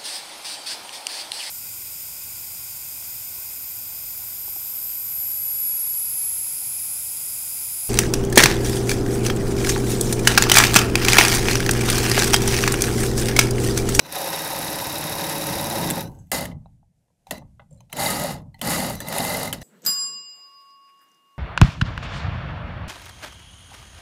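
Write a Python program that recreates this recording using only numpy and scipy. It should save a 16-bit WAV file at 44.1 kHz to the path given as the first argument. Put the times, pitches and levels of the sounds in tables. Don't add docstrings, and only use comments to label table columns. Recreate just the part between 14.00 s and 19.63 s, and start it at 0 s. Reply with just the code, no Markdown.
import sys
import numpy as np
from scipy import signal
from scipy.fft import rfft, irfft, next_fast_len
from scipy.io import wavfile
from scipy.ndimage import uniform_filter1d

SR = 44100
rng = np.random.default_rng(int(sys.argv[2]) if len(sys.argv) > 2 else 0)


def inscribe(sig):
    pcm = np.round(np.clip(np.atleast_2d(sig).T, -1, 1) * 32767)
    wavfile.write(sys.argv[1], SR, pcm.astype(np.int16))


def volts_from_db(level):
    exponent = np.asarray(level, float) / 20
    return 10 ** exponent


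N = 248283
t = np.arange(N) / SR
hz = np.maximum(np.fft.rfftfreq(next_fast_len(N + 8192), 1 / SR), 1)
CHANGE_S = 2.25


def rms_one(x):
    return x / np.sqrt(np.mean(x ** 2) + 1e-20)


def in_time(rows):
    s, *columns = np.transpose(rows)
    return [np.interp(t, s, c) for c in columns]


def slope(points):
    point_hz, point_db = np.transpose(points)
    return volts_from_db(np.interp(np.log(hz), np.log(point_hz), point_db))


def rings(peaks):
    return np.sqrt(sum(volts_from_db(db) ** 2 / (1 + (2 * (hz - f) / w) ** 2) for f, w, db in peaks))


def band(low_hz, high_hz):
    return 1 / np.sqrt((1 + (low_hz / hz) ** 12) * (1 + (hz / high_hz) ** 12))


def colour(x, gain):
    c = irfft(np.log(gain + 1e-7))
    c[1:len(c) // 2] *= 2
    c[len(c) // 2 + 1:] = 0
    return irfft(rfft(x, len(c)) * np.exp(rfft(c)))[:N]


def drift(rate_hz):
    r = np.exp(-2 * np.pi * rate_hz / SR)
    return rms_one(signal.lfilter([1], [1, -2 * r, r * r], rng.standard_normal(N + 9000))[9000:])


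def bursts(start_s, level_db, t60_s):
    hits = np.full(N, 1e-18)
    np.add.at(hits, np.round(np.asarray(start_s) * SR).astype(int), volts_from_db(level_db))
    return signal.lfilter([1], [1, -volts_from_db(-60 / (t60_s * SR))], hits)


def peak_one(gain, t60_s):
    probe = colour(bursts([0], [0], t60_s) * rng.standard_normal(N), gain)
    return gain / (2.5 * np.sqrt(np.mean(probe[:200] ** 2)))


# start_s, turns_per_s
CRANK_SPEED = [(.12, 16.3), (.3, 17.25), (.7, 17.9), (1.3, 17.4), (1.75, 17.45), (1.92, 16.5), (1.95, 17.5)]


def crank():
    start_turns = -1.092
    return start_turns + np.cumsum(in_time(CRANK_SPEED)[0]) / SR


def passes(turns, at_turns, from_s, to_s):
    s = t[1:][np.diff(np.floor(turns - at_turns)) > 0]
    return s[(s > from_s) & (s < to_s)]


def teeth(per_s, spread_db):
    sizes = volts_from_db(spread_db * np.minimum(rng.exponential(1, N), 4)) * rng.choice([-1, 1], N)
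    impacts = sizes * (rng.random(N) < per_s / SR)
    return rms_one(impacts) + rng.standard_normal(N)


def repeating(turns, alike):
    fresh = rng.standard_normal((130, 2520))
    pattern = signal.lfilter([np.sqrt(1 - alike ** 2)], [1, -alike], fresh, axis=0)
    looped = pattern[(turns + 20).astype(int), (turns % 1 * 2520).astype(int)]
    return np.where(t < CHANGE_S, looped, (looped + rng.standard_normal(N)) / np.sqrt(2))


def ring_on(level_db, db_per_s):
    return np.maximum.accumulate(level_db + db_per_s * t) - db_per_s * t


# start_s, effort_db
PULLS = [
    [(0, -49), (.047, -50), (.053, -44.5), (.075, -47), (.11, -43), (.125, -36), (.16, -33.5),
     (1.87, -33.5), (1.94, -38.5), (1.99, -34.5), (2.05, -47), (2.11, -71), (2.2, -75), (2.28, -85)],
    [(2.317, -28), (2.39, -32), (2.405, -39.5), (2.42, -36.5), (2.45, -41), (2.475, -49), (2.52, -60.5),
     (2.54, -75), (2.58, -97)],
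    [(3.31, -33.5), (3.334, -47), (3.375, -55), (3.4, -67), (3.46, -94)],
    [(3.93, -45), (3.945, -48), (3.965, -42), (4.0, -30), (4.06, -28), (4.31, -37), (4.345, -44.5),
     (4.385, -57), (4.42, -69), (4.46, -93)],
    [(4.616, -37.5), (4.65, -34), (4.71, -28), (4.906, -35.5), (4.995, -51.5)],
    [(5.006, -40.5), (5.04, -48), (5.15, -32.5), (5.3, -32), (5.44, -34), (5.518, -46.5)],
    [(5.53, -30), (5.555, -46), (5.605, -58), (5.615, -50), (5.63, -45)],
]
# cabinet_db, pipe_db
GRIP = [(2, -0.5), (1.5, -1), (-1.5, -3), (0, -0.5), (1, -2), (0, 0), (-0.5, -5.5)]
# effort_db, cabinet_db, pipe_db, hiss_db
ANSWER = [(-120, -120, -120, -120), (-85.5, -69.5, -90, -98), (-71, -42.5, -52, -81),
          (-47, -39.5, -43.5, -53), (-40, -34, -37, -41.5), (-35, -32.5, -32, -38),
          (-26.5, -30, -30.5, -24.5)]
# start_s, level_db
CABINET_DEPTH = [(0, -8.5), (.14, -12.5), (.45, -10.5), (.55, -6.5), (1.35, -5.5), (1.48, -0.5),
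                 (1.7, -2.5), (1.8, 0.5), (2.1, -0.5)]
# start_s, level_db
PIPE_DEPTH = [(0, 1), (.3, 0.5), (.9, -1.5), (1.3, 0), (1.5, -0.5), (1.75, 2.5), (2.1, 0.5)]
# start_s, level_db
BUMPS = [(3.28, -49), (3.595, -50), (3.709, -44.5), (3.79, -66), (4.53, -44), (4.575, -53)]


def effort():
    blade, lean = np.full(N, -120.), np.zeros((2, N))
    for pull, grip in zip(PULLS, GRIP):
        begun = t >= pull[0][0]
        released = (pull[-1][0] + .05, -120)
        lean = np.where(begun, np.c_[list(grip)], lean)
        blade = np.where(begun, in_time(pull + [released])[0], blade)
    efforts, *answers = np.transpose(ANSWER)
    cabinet, pipe, hiss = [np.interp(blade, np.sort(efforts), a) for a in answers]
    cabinet = cabinet + in_time(CABINET_DEPTH)[0] + lean[0]
    idle_db = -7 * (t < 0.154)
    pipe = pipe + in_time(PIPE_DEPTH)[0] + lean[1] + idle_db
    for s, bump_db in BUMPS:
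        cabinet = np.where((t >= s) & (t < s + .02), np.maximum(cabinet, bump_db), cabinet)
    s, bump_db = BUMPS[2]
    pipe = np.where((t > s) & (t < s + 0.076), bump_db - 29, pipe)
    build_s = 0.022
    r = np.exp(-1 / (build_s * SR))
    cabinet = 10 * np.log10(signal.lfilter([1 - r], [1, -r], volts_from_db(cabinet) ** 2) + 1e-14)
    settle_s, settle_db, settle_db_per_s = 2.08, -63, 66.5
    settling = (t > settle_s) & (t < PULLS[1][0][0])
    settle = np.where(settling, settle_db - settle_db_per_s * (t - settle_s), -120)
    return [ring_on(cabinet, 69), ring_on(pipe, 220), blade, np.maximum(hiss, settle)]


# ring_hz, width_hz, level_db
BLADE_RING = [(3700, 120, -1), (3790, 120, 0), (3900, 140, -.5)]


def blade_song(turns):
    strike_turns, fade_db = .44, 15
    fall_db = uniform_filter1d(-fade_db * ((turns - strike_turns) % 1), size=250)
    pull = repeating(turns, alike=.65) * volts_from_db(fall_db)
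    return volts_from_db(-5.5) * rms_one(colour(pull, rings(BLADE_RING) ** 2))


# ring_hz, width_hz, level_db
BINDING_RINGS = [(2130, 120, -19.5), (3850, 230, -15), (4620, 450, -9)]


def binding():
    out = np.zeros(N)
    for ring_hz, width_hz, level_db in BINDING_RINGS:
        fits = rng.standard_normal(N) * volts_from_db(4.5 * drift(60))
        out += volts_from_db(level_db) * rms_one(colour(fits, rings([(ring_hz, width_hz, 0)]) ** 2))
    return out


# point_hz, density_db_per_hz
LONG_CUT = [(15, -37), (25, -31.5), (157, -2.5), (301, -9.5), (384, -23.5), (560, 4), (607, -3), (936, 0.5),
            (1190, -23), (1940, -30.5), (3160, -22.5), (3820, -15), (6920, -17.5), (9300, -17.5),
            (11300, -16.5), (16000, -18.5)]
SHORT_CUT = [(15, -47), (25, -16.5), (87, -4.5), (166, -4.5), (249, 12), (363, -5.5), (560, -5),
             (796, -9.5), (1520, -17.5), (2050, 0), (2410, -51), (3820, -9), (5730, -15.5), (12200, -12),
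             (16000, -23.5)]
# ring_hz, width_hz, level_db
LONG_RINGS = [(159, 15, 0), (321.4, 34, 1), (431.7, 17, 2), (554.4, 34, 6), (782, 24, 3.5), (970, 120, -1),
              (1260, 10, 0), (1643, 270, -8), (1954, 230, -8), (2565, 340, -10.5), (4950, 53, -8),
              (5400, 63, -8), (5500, 60, -11), (5500, 500, -13), (10900, 1500, -6.5), (13400, 760, -10)]
SHORT_RINGS = [(171, 37, 17), (584, 110, 11), (808, 210, 7.5), (1254, 6.3, 9), (1436, 17, -1.5),
               (2840, 280, -5.5), (5270, 39, -3), (6870, 290, -7), (10000, 820, -9.5)]
# ring_hz, width_hz, level_db
COASTING = [(1570, 200, 3), (4330, 550, -6), (2950, 350, -2)]
# ring_hz, width_hz, level_db
SETTLING = [(6300, 500, 0.5), (7900, 500, -0.5), (11200, 900, -4.5)]
# point_hz, density_db_per_hz
CABINET_TAIL = [(15, -36), (25, 0.5), (48, -3.5), (81, 1), (146, 4.5), (204, -4), (400, -32), (520, -61),
                (880, -120)]


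def cutting(turns):
    levels = effort()
    cabinet_db, pipe_db, blade_db, hiss_db = levels
    long_cut = t < CHANGE_S
    steady = np.where(long_cut, 1, .4)

    def swell(db, per_turn, at_turns):
        return steady * db * np.cos(2 * np.pi * per_turn * (turns - at_turns))

    strokes_db = [swell(0.98, 1.8, 0.037) + drift(26),
                  swell(0.84, 0.94, 0.33) + 0.6 * drift(29),
                  swell(1.1, 0.99, 0.48) + 1.1 * drift(75),
                  swell(0.94, 0.94, 0.33) + 1.4 * drift(99)]
    drives = [repeating(turns, alike=.6), repeating(turns, alike=.45),
              teeth(per_s=5000, spread_db=5.5), teeth(per_s=28000, spread_db=5.0)]
    edges_hz = [28, 350, 1150, 6500, 15600]
    sounds = []
    for drive, stroke_db, low_hz, high_hz in zip(drives, strokes_db, edges_hz, edges_hz[1:]):
        cuts = []
        for smooth, peaks in ((LONG_CUT, LONG_RINGS), (SHORT_CUT, SHORT_RINGS)):
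            body = np.hypot(volts_from_db(2.5) * slope(smooth), rings(peaks)) * band(low_hz, high_hz)
            cuts.append(rms_one(colour(drive * volts_from_db(stroke_db), body)))
        sounds.append(np.where(long_cut, *cuts))
    cabinet, pipe, blade, hiss = sounds

    loaded = 1 / (1 + volts_from_db(-52 - blade_db))
    blade = blade + np.where(long_cut, blade_song(turns), binding()) * loaded

    moving = np.where(t < 2.3, 1 / (1 + volts_from_db(-64 - hiss_db) ** 2), 1)
    coast = rms_one(colour(drives[2], rings(COASTING) ** 2.1 + .03 * band(1150, 6535)))
    settle = rms_one(colour(drives[3], rings(SETTLING) + .1 * band(6000, 12500)))
    blade = np.sqrt(moving) * blade + np.sqrt(1 - moving) * coast
    hiss = np.sqrt(moving) * hiss + np.sqrt(1 - moving) * settle

    driven = 1 / (1 + volts_from_db(cabinet_db - pipe_db - 10.5) ** 2) / (1 + volts_from_db(-105 - blade_db) ** 2)
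    tail = rms_one(colour(rng.standard_normal(N), slope(CABINET_TAIL) * band(26, 330)))
    cabinet = np.sqrt(driven) * cabinet + np.sqrt(1 - driven) * tail

    gains = [np.sqrt(np.maximum(volts_from_db(level_db) ** 2 - volts_from_db(-84) ** 2, 0)) for level_db in levels]
    return sum(gain * sound for gain, sound in zip(gains, (cabinet, pipe, blade, hiss)))


# start_s, end_s, whine_db, current_on_share
HOLDS = [(0, .085, -54.5, .11), (.085, .16, -56, .4), (.16, 1.9, -52, .44), (1.93, 2.02, -60, .11),
         (2.02, 2.078, -55, .1), (3.32, 3.365, -55, .36), (3.365, 3.383, -58, .2), (3.383, 3.415, -73, .14),
         (3.918, 3.93, -54, .13), (3.93, 3.975, -52, .3), (4.945, 5.004, -51, .11),
         (5.004, 5.037, -48.5, .12), (5.037, 5.1, -54, .3), (5.12, 5.5, -54, .16), (5.608, 5.7, -55, .15)]


def trigger():
    level_db, share = np.full(N, -99.), np.zeros(N)
    for start_s, end_s, hold_db, on in HOLDS:
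        fade_db_per_s = 140 if on > .2 else 900
        held_db = np.maximum(hold_db - fade_db_per_s * np.maximum(t - end_s, 0), -99)
        level_db = np.where(t >= start_s, held_db, level_db)
        share = np.where(t >= start_s, on, share)
    return [uniform_filter1d(c, size=300) for c in (level_db, share)]


WHINE_DB = [-8, 2.7, -.5, -14, -11, -9, -8]


def whine():
    chop_hz = 1997
    level_db, share = trigger()
    phase = 2 * np.pi * np.cumsum(chop_hz + .7 * drift(5)) / SR
    lines = np.zeros(N)
    for k, db in enumerate(WHINE_DB, 1):
        lines += volts_from_db(db + 1.2 * drift(25)) * np.sin(np.pi * k * share) * np.sin(k * phase + k * k)
    return np.sqrt(2) * volts_from_db(level_db) * lines * (level_db > -95)


# point_hz, density_db_per_hz
ROOM_TONE = [(15, -33), (25, 3), (180, 1.5), (384, -13.5), (695, -9), (1160, -26.5), (1890, -23.5),
             (3820, -27), (7510, -23.5), (13600, -26), (16000, -30)]


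def room_tone():
    air = colour(rng.standard_normal(N), slope(ROOM_TONE) * band(20, 13700) ** 3)
    return volts_from_db(-71.5 + 1.5 * drift(4)) * rms_one(air)


# start_s, peak_db, ring_hz, thump_re_peak_db
SNAPS = [(1.8935, -23.5, 5990, 0.5), (3.9669, -22, 6950, -33), (5.0838, -21.5, 9400, -14),
         (2.3155, -9.5, 2050, -9.5), (2.4533, -20.5, 1980, -4), (3.3082, -18.5, 3100, -2),
         (3.3085, -19, 1910, -7), (3.3134, -44.5, 1970, -19), (3.9268, -20, 1990, -14),
         (4.6134, -14.5, 3000, -8), (5.012, -34, 1810, -32)]
TICKS = [(2.0744, -42, 5330, -14), (2.149, -54.5, 6800, 5), (2.1879, -57, 8170, 8.5),
         (3.334, -42.5, 5050, -9.5), (3.3792, -35, 4070, -21), (3.805, -47.5, 6300, 5.5),
         (3.8981, -53, 2950, -5), (4.5911, -42.5, 2850, -1)]
TAPS = [(0.055, -39.5, 4000, 4), (2.513, -41.5, 2030, 1.5), (5.582, -40.5, 3870, -22.5),
        (2.829, -81, 1500, 3), (3.0794, -72.5, 1880, 5), (3.4188, -62, 1800, 19.5), (4, -68, 1960, 3),
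        (3.616, -58.5, 1710, 9), (3.598, -53, 2000, -2), (3.1, -79, 902, 16), (4.396, -45.5, 2000, 2),
        (4.376, -46, 2040, -5), (5.6155, -35.5, 1900, -4)]
CRACKS = [(1.9009, -11.5, 4160, -13.5), (1.9075, -10, 7560, -8.5), (5.003, -19.5, 1800, -25),
          (5.1826, -12.5, 10400, -29), (5.5268, -16, 3000, -3.5), (5.5335, -22, 9300, -17),
          (5.074, -28, 11000, -15), (3.9, -67, 5000, 0), (4.803, -18, 1950, -2), (5.249, -18.5, 2650, 0),
          (2, -54, 4400, -2), (3.269, -49, 5400, -5), (4.1, -52, 6700, 2), (4.5436, -53, 4300, -2),
          (2.117, -53, 4400, -10), (2.2696, -60, 12000, -22), (4.418, -57.5, 2040, 0),
          (2.3, -58.5, 9000, -6), (0.063, -34, 1800, 1.5), (5.6155, -33, 2050, -7), (3.4188, -64, 8000, 10),
          (1.2955, -19, 3860, -7)]
# ring_hz, width_hz, level_db
HOUSING = [(1250, 90, -13.5), (1660, 100, -2), (2025, 90, 2.5), (2680, 160, -0.5), (3100, 120, -2.5),
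           (3518, 110, -0.5), (4150, 220, -10.5)]
# ring_hz, width_hz, level_db
SWITCH = [(6430, 66, 1.5), (7100, 230, -2), (8100, 390, 1), (10100, 770, 2.5), (13000, 2800, -2.5)]


def clicks():
    kinds = ((SNAPS, 0, 0.02), (TICKS, -1.9, 0.018), (TAPS, -20, 0.035), (CRACKS, 1.5, 0.011))
    housing, thump, switch, own = parts = np.zeros((4, N))
    tail = np.arange(4000) / SR
    r = np.exp(-np.pi * 110 / SR)
    for rows, top_db, t60_s in kinds:
        for start_s, peak_db, ring_hz, thump_db in rows:
            at = round(start_s * SR)
            crack = volts_from_db(peak_db - 60 * tail / max(t60_s, .004)) * rng.standard_normal(len(tail))
            crack[60] += 3.6 * volts_from_db(peak_db)
            crack = (crack * np.minimum(tail / min(0.0027, t60_s / 7), 1))[:N - at]
            pole = [1, -2 * r * np.cos(2 * np.pi * ring_hz / SR), r * r]
            ring = signal.lfilter([1, 0, -1], pole, crack)
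            parts[:, at:at + len(crack)] += [crack, volts_from_db(thump_db) * crack, volts_from_db(top_db) * crack,
                                             volts_from_db(-25.5) * ring]
    housing_gain = (rings(HOUSING) ** 1.4 + .06) * band(1050, 5900)
    pipe_gain = rings([(556, 160, 1.1), (724, 89, -0.5), (955, 190, 1.3)]) * band(450, 1080)
    switch_gain = rings(SWITCH) * band(5500, 16400)
    return (volts_from_db(-5) * colour(housing, peak_one(housing_gain, 0.016))
            + volts_from_db(1.5) * colour(thump, peak_one(pipe_gain, 0.016))
            + volts_from_db(-3) * colour(switch, peak_one(switch_gain, 0.016)) + own)


def room(x):
    t60_s = .2
    tail = rng.standard_normal(9000) * volts_from_db(-60 * np.arange(9000) / SR / t60_s)
    tail = signal.lfilter([1], [1, -.75], tail)
    echo = np.r_[np.zeros(200), tail / np.sqrt(np.sum(tail ** 2))]
    return signal.fftconvolve(x, echo)[:N]


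# angle_turns, knock_db
TURNING_POINTS = [
    (0.44, -21.5),
    (0.938, -21.5),
]
# start_s, peak_db
LOOSE_KNOCKS = [(0.1236, -39), (1.2925, -24), (1.9567, -24), (1.9789, -36), (2.0076, -21.5), (2.026, -31),
                (3.9673, -32), (3.999, -33), (4.0634, -27), (4.1044, -18), (4.1967, -19), (4.237, -21.5),
                (4.269, -24), (4.3071, -34), (4.6543, -41), (4.673, -19), (4.8638, -23), (4.8978, -22),
                (2.4082, -20), (2.327, -22.5), (2.362, -22), (4.9533, -26.5), (5.0853, -21.5), (5.126, -21),
                (5.1622, -28), (5.2415, -22), (5.2945, -20), (5.3144, -38), (5.341, -20.5), (5.3693, -20.5),
                (5.3978, -24), (5.4318, -18.5), (5.476, -23.5)]
# ring_hz, width_hz, level_db
KNOCK = [(7900, 5300, -3), (11160, 1900, 7.5), (12500, 2000, 1.5), (12400, 2500, -3), (14400, 1200, -18)]


def knocks(turns):
    times, levels = [list(c) for c in np.transpose(LOOSE_KNOCKS)]
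    for at_turns, knock_db in TURNING_POINTS:
        s = passes(turns, at_turns, .11, 1.89)
        times += list(s + rng.normal(0, 0.0001, len(s)))
        levels += list(knock_db + rng.normal(0, 0.6, len(s)))
    shape = bursts(times, levels, 0.024)
    return colour(shape * rng.standard_normal(N), peak_one(rings(KNOCK) + .05, .025))


def slaps(turns):
    s = passes(turns, .5 + .004, .2, 1.88)
    shape = bursts(s, -30 + rng.normal(0, 3.5, len(s)), .018)
    return colour(shape * rng.standard_normal(N), peak_one(band(1500, 9500) + .05, .02))


# [(mode_hz, peak_db)]
RUNG = [(2.6585, 0.044, [(857, -46), (720, -55), (3950, -64), (2700, -73)]), (2.8292, 0.045, [(827, -59.5),
        (645, -66)]), (3.269, 0.038, [(800, -45), (2500, -54), (3850, -49), (6200, -52)]),
        (3.712, 0.34, [(570, -58)]), (3.595, 0.066, [(571, -51), (770, -48), (974, -51), (1200, -51),
        (1430, -51.5), (1700, -56), (2030, -47), (2670, -58), (3020, -58.5), (3570, -57)]),
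        (3.8049, 0.042, [(581, -54.5), (910, -55), (2510, -59.5), (2980, -58), (4110, -51), (4960, -65),
        (6260, -58), (6940, -58)]), (3.8987, 0.034, [(880, -50.5), (1450, -61.5), (2000, -56), (2850, -55),
        (3700, -54), (4200, -58)]), (2.1474, .2, [(7890, -66), (6680, -70), (11400, -72)]),
        (2.1878, .35, [(6360, -61.5), (6880, -67.5), (7780, -61.5), (11100, -65.5)]),
        (2.285, .9, [(13500, -78), (15000, -82)]), (3.775, .5, [(4100, -75)]), (3.348, 0.12, [(2000, -45)]),
        (3.925, 0.045, [(600, -50), (900, -44), (1300, -35)]), (4.5433, 0.084, [(850, -51), (2020, -47.5),
        (3080, -59.5), (4320, -52)])]


def rung():
    out, tail = np.zeros(N), np.arange(6000) / SR
    split_hz, partials = 70, 4
    rise = np.minimum(tail / 0.00095, 1)
    for start_s, t60_s, modes in RUNG:
        at = round(start_s * SR)
        for mode_hz, peak_db in modes:
            fall = tail / max(t60_s * np.sqrt(900 / mode_hz), .006)
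            cluster_hz = mode_hz + split_hz * np.sqrt(mode_hz / 900) * rng.uniform(-1.3, 1, partials)
            cycles = cluster_hz * tail[:, None] + rng.random(partials)
            wave = np.sin(2 * np.pi * cycles).sum(axis=1)
            decay = volts_from_db(-60 * fall) + 0.083 * volts_from_db(-17 * fall)
            out[at:at + len(tail)] += volts_from_db(peak_db - 3.5) * wave * decay * rise
    return out


# start_s, end_s, level_db
RUBS = [(2.28, 2.315, -76), (4.537, 4.585, -72), (3.267, 3.314, -59.5), (3.71, 3.863, -78),
        (3.896, 3.93, -62), (4.585, 4.616, -61)]
# point_hz, density_db_per_hz
RUB = [(500, -5), (800, 5.5), (1300, -16.5), (2500, -10.5), (4000, -13), (6500, -14.5), (14000, -19.5)]


def rubs():
    gain = sum(volts_from_db(db) * ((t > start_s) & (t < end_s)) for start_s, end_s, db in RUBS)
    grain = rms_one(colour(teeth(per_s=5000, spread_db=1.5), slope(RUB) * band(450, 15000)))
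    return uniform_filter1d(gain, size=200) * grain


# start_s, pipe_peak_db, housing_re_pipe_db, blade_re_pipe_db
CATCHES = [(2.326, -20, -12, -6), (2.342, -26, -8, 2), (2.361, -33, -3, -2), (2.384, -26, -12, -19),
           (2.411, -20, -15.5, -7), (3.982, -16, -21, -15), (4.002, -15, -24, -5.5),
           (4.021, -13.5, -24, -4.5), (4.061, -14, -13, 0), (4.112, -24, -14, -11), (4.126, -15, -26, -14),
           (4.159, -33, -15, -6), (4.197, -15, -21, -8), (4.243, -15, -21, -26), (4.269, -22, -17, -22),
           (4.306, -36, -7, -15), (4.349, -22.5, -29, -34), (4.672, -15, -23, -5), (4.7, -18, -9, -6),
           (4.724, -28, -3, 11), (4.748, -26, -0.5, -10), (4.781, -22, -10, -12), (4.8, -22, -13, -21),
           (4.824, -16, -26, -25), (4.86, -21, -18, -10), (4.898, -18, -16.5, -25), (5.067, -29, -3, 0),
           (5.082, -26, -10, -11), (5.126, -25, -10, -7), (5.161, -22, -13, -4), (5.186, -22, -27.5, -23),
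           (5.202, -12, -24, -7), (5.247, -14.5, -15, -10), (5.267, -19, -16, -8), (5.299, -14, -21, -6),
           (5.344, -18.5, -14, -1), (5.365, -25, -12, -9), (5.405, -31, -17, -1), (5.43, -20, -19, -1),
           (5.449, -25, -12, -12), (5.474, -26.5, -3, -1), (5.502, -22, -34, -18)]
# [(ring_hz, width_hz, level_db)], body_db, t60_s
CAUGHT = [
    ([(570, 40, -1), (665, 83, -3.5), (807, 71, -1), (916, 78, -4.5)], -5.5, 0.036),
    ([(2067, 78, -0.5)], 0, 0.019),
    ([(3750, 260, 1.5), (4000, 300, -1), (4700, 500, -3)], -4, 0.019),
]


def catches():
    start_s, pipe_db, *others_db = np.transpose(CATCHES)
    out = np.zeros(N)
    for re_db, (body, body_db, t60_s) in zip([0, *others_db], CAUGHT):
        shape = uniform_filter1d(bursts(start_s, pipe_db + re_db + body_db, t60_s), size=200)
        out += colour(shape * rng.standard_normal(N), peak_one(rings(body) ** 2, t60_s))
    return out


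# start_s, peak_db
RATTLE = [(3.7085, -47), (3.727, -44), (3.7344, -62), (3.7444, -52), (3.7544, -66.5), (3.7614, -53.5),
          (3.7744, -55), (3.7844, -62)]
# ring_hz, width_hz, level_db
FITTING = [(6300, 150, -19), (7420, 180, -2), (8760, 220, -6), (10500, 200, -18)]


def rattle():
    start_s, peak_db = np.transpose(RATTLE)
    shape = bursts(start_s, peak_db - 9.5, 0.038)
    return colour(shape * rng.standard_normal(N), peak_one(rings(FITTING), 0.018))


def scene():
    turns = crank()
    hits = clicks() + knocks(turns) + slaps(turns) + rung() + rattle()
    saw = cutting(turns) + whine() + catches()
    return (saw + rubs() + hits + volts_from_db(-21) * room(hits) + room_tone())[None]


def band_limit(x):
    return signal.sosfilt(signal.butter(12, 16980, fs=SR, output="sos"), x)


def record(dry):
    edge = signal.cheby2(14, 38, 16150, fs=SR, output="sos")
    mix = signal.sosfilt(edge, dry)
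    return band_limit(mix)


dry = scene()
out = record(dry)
inscribe(out)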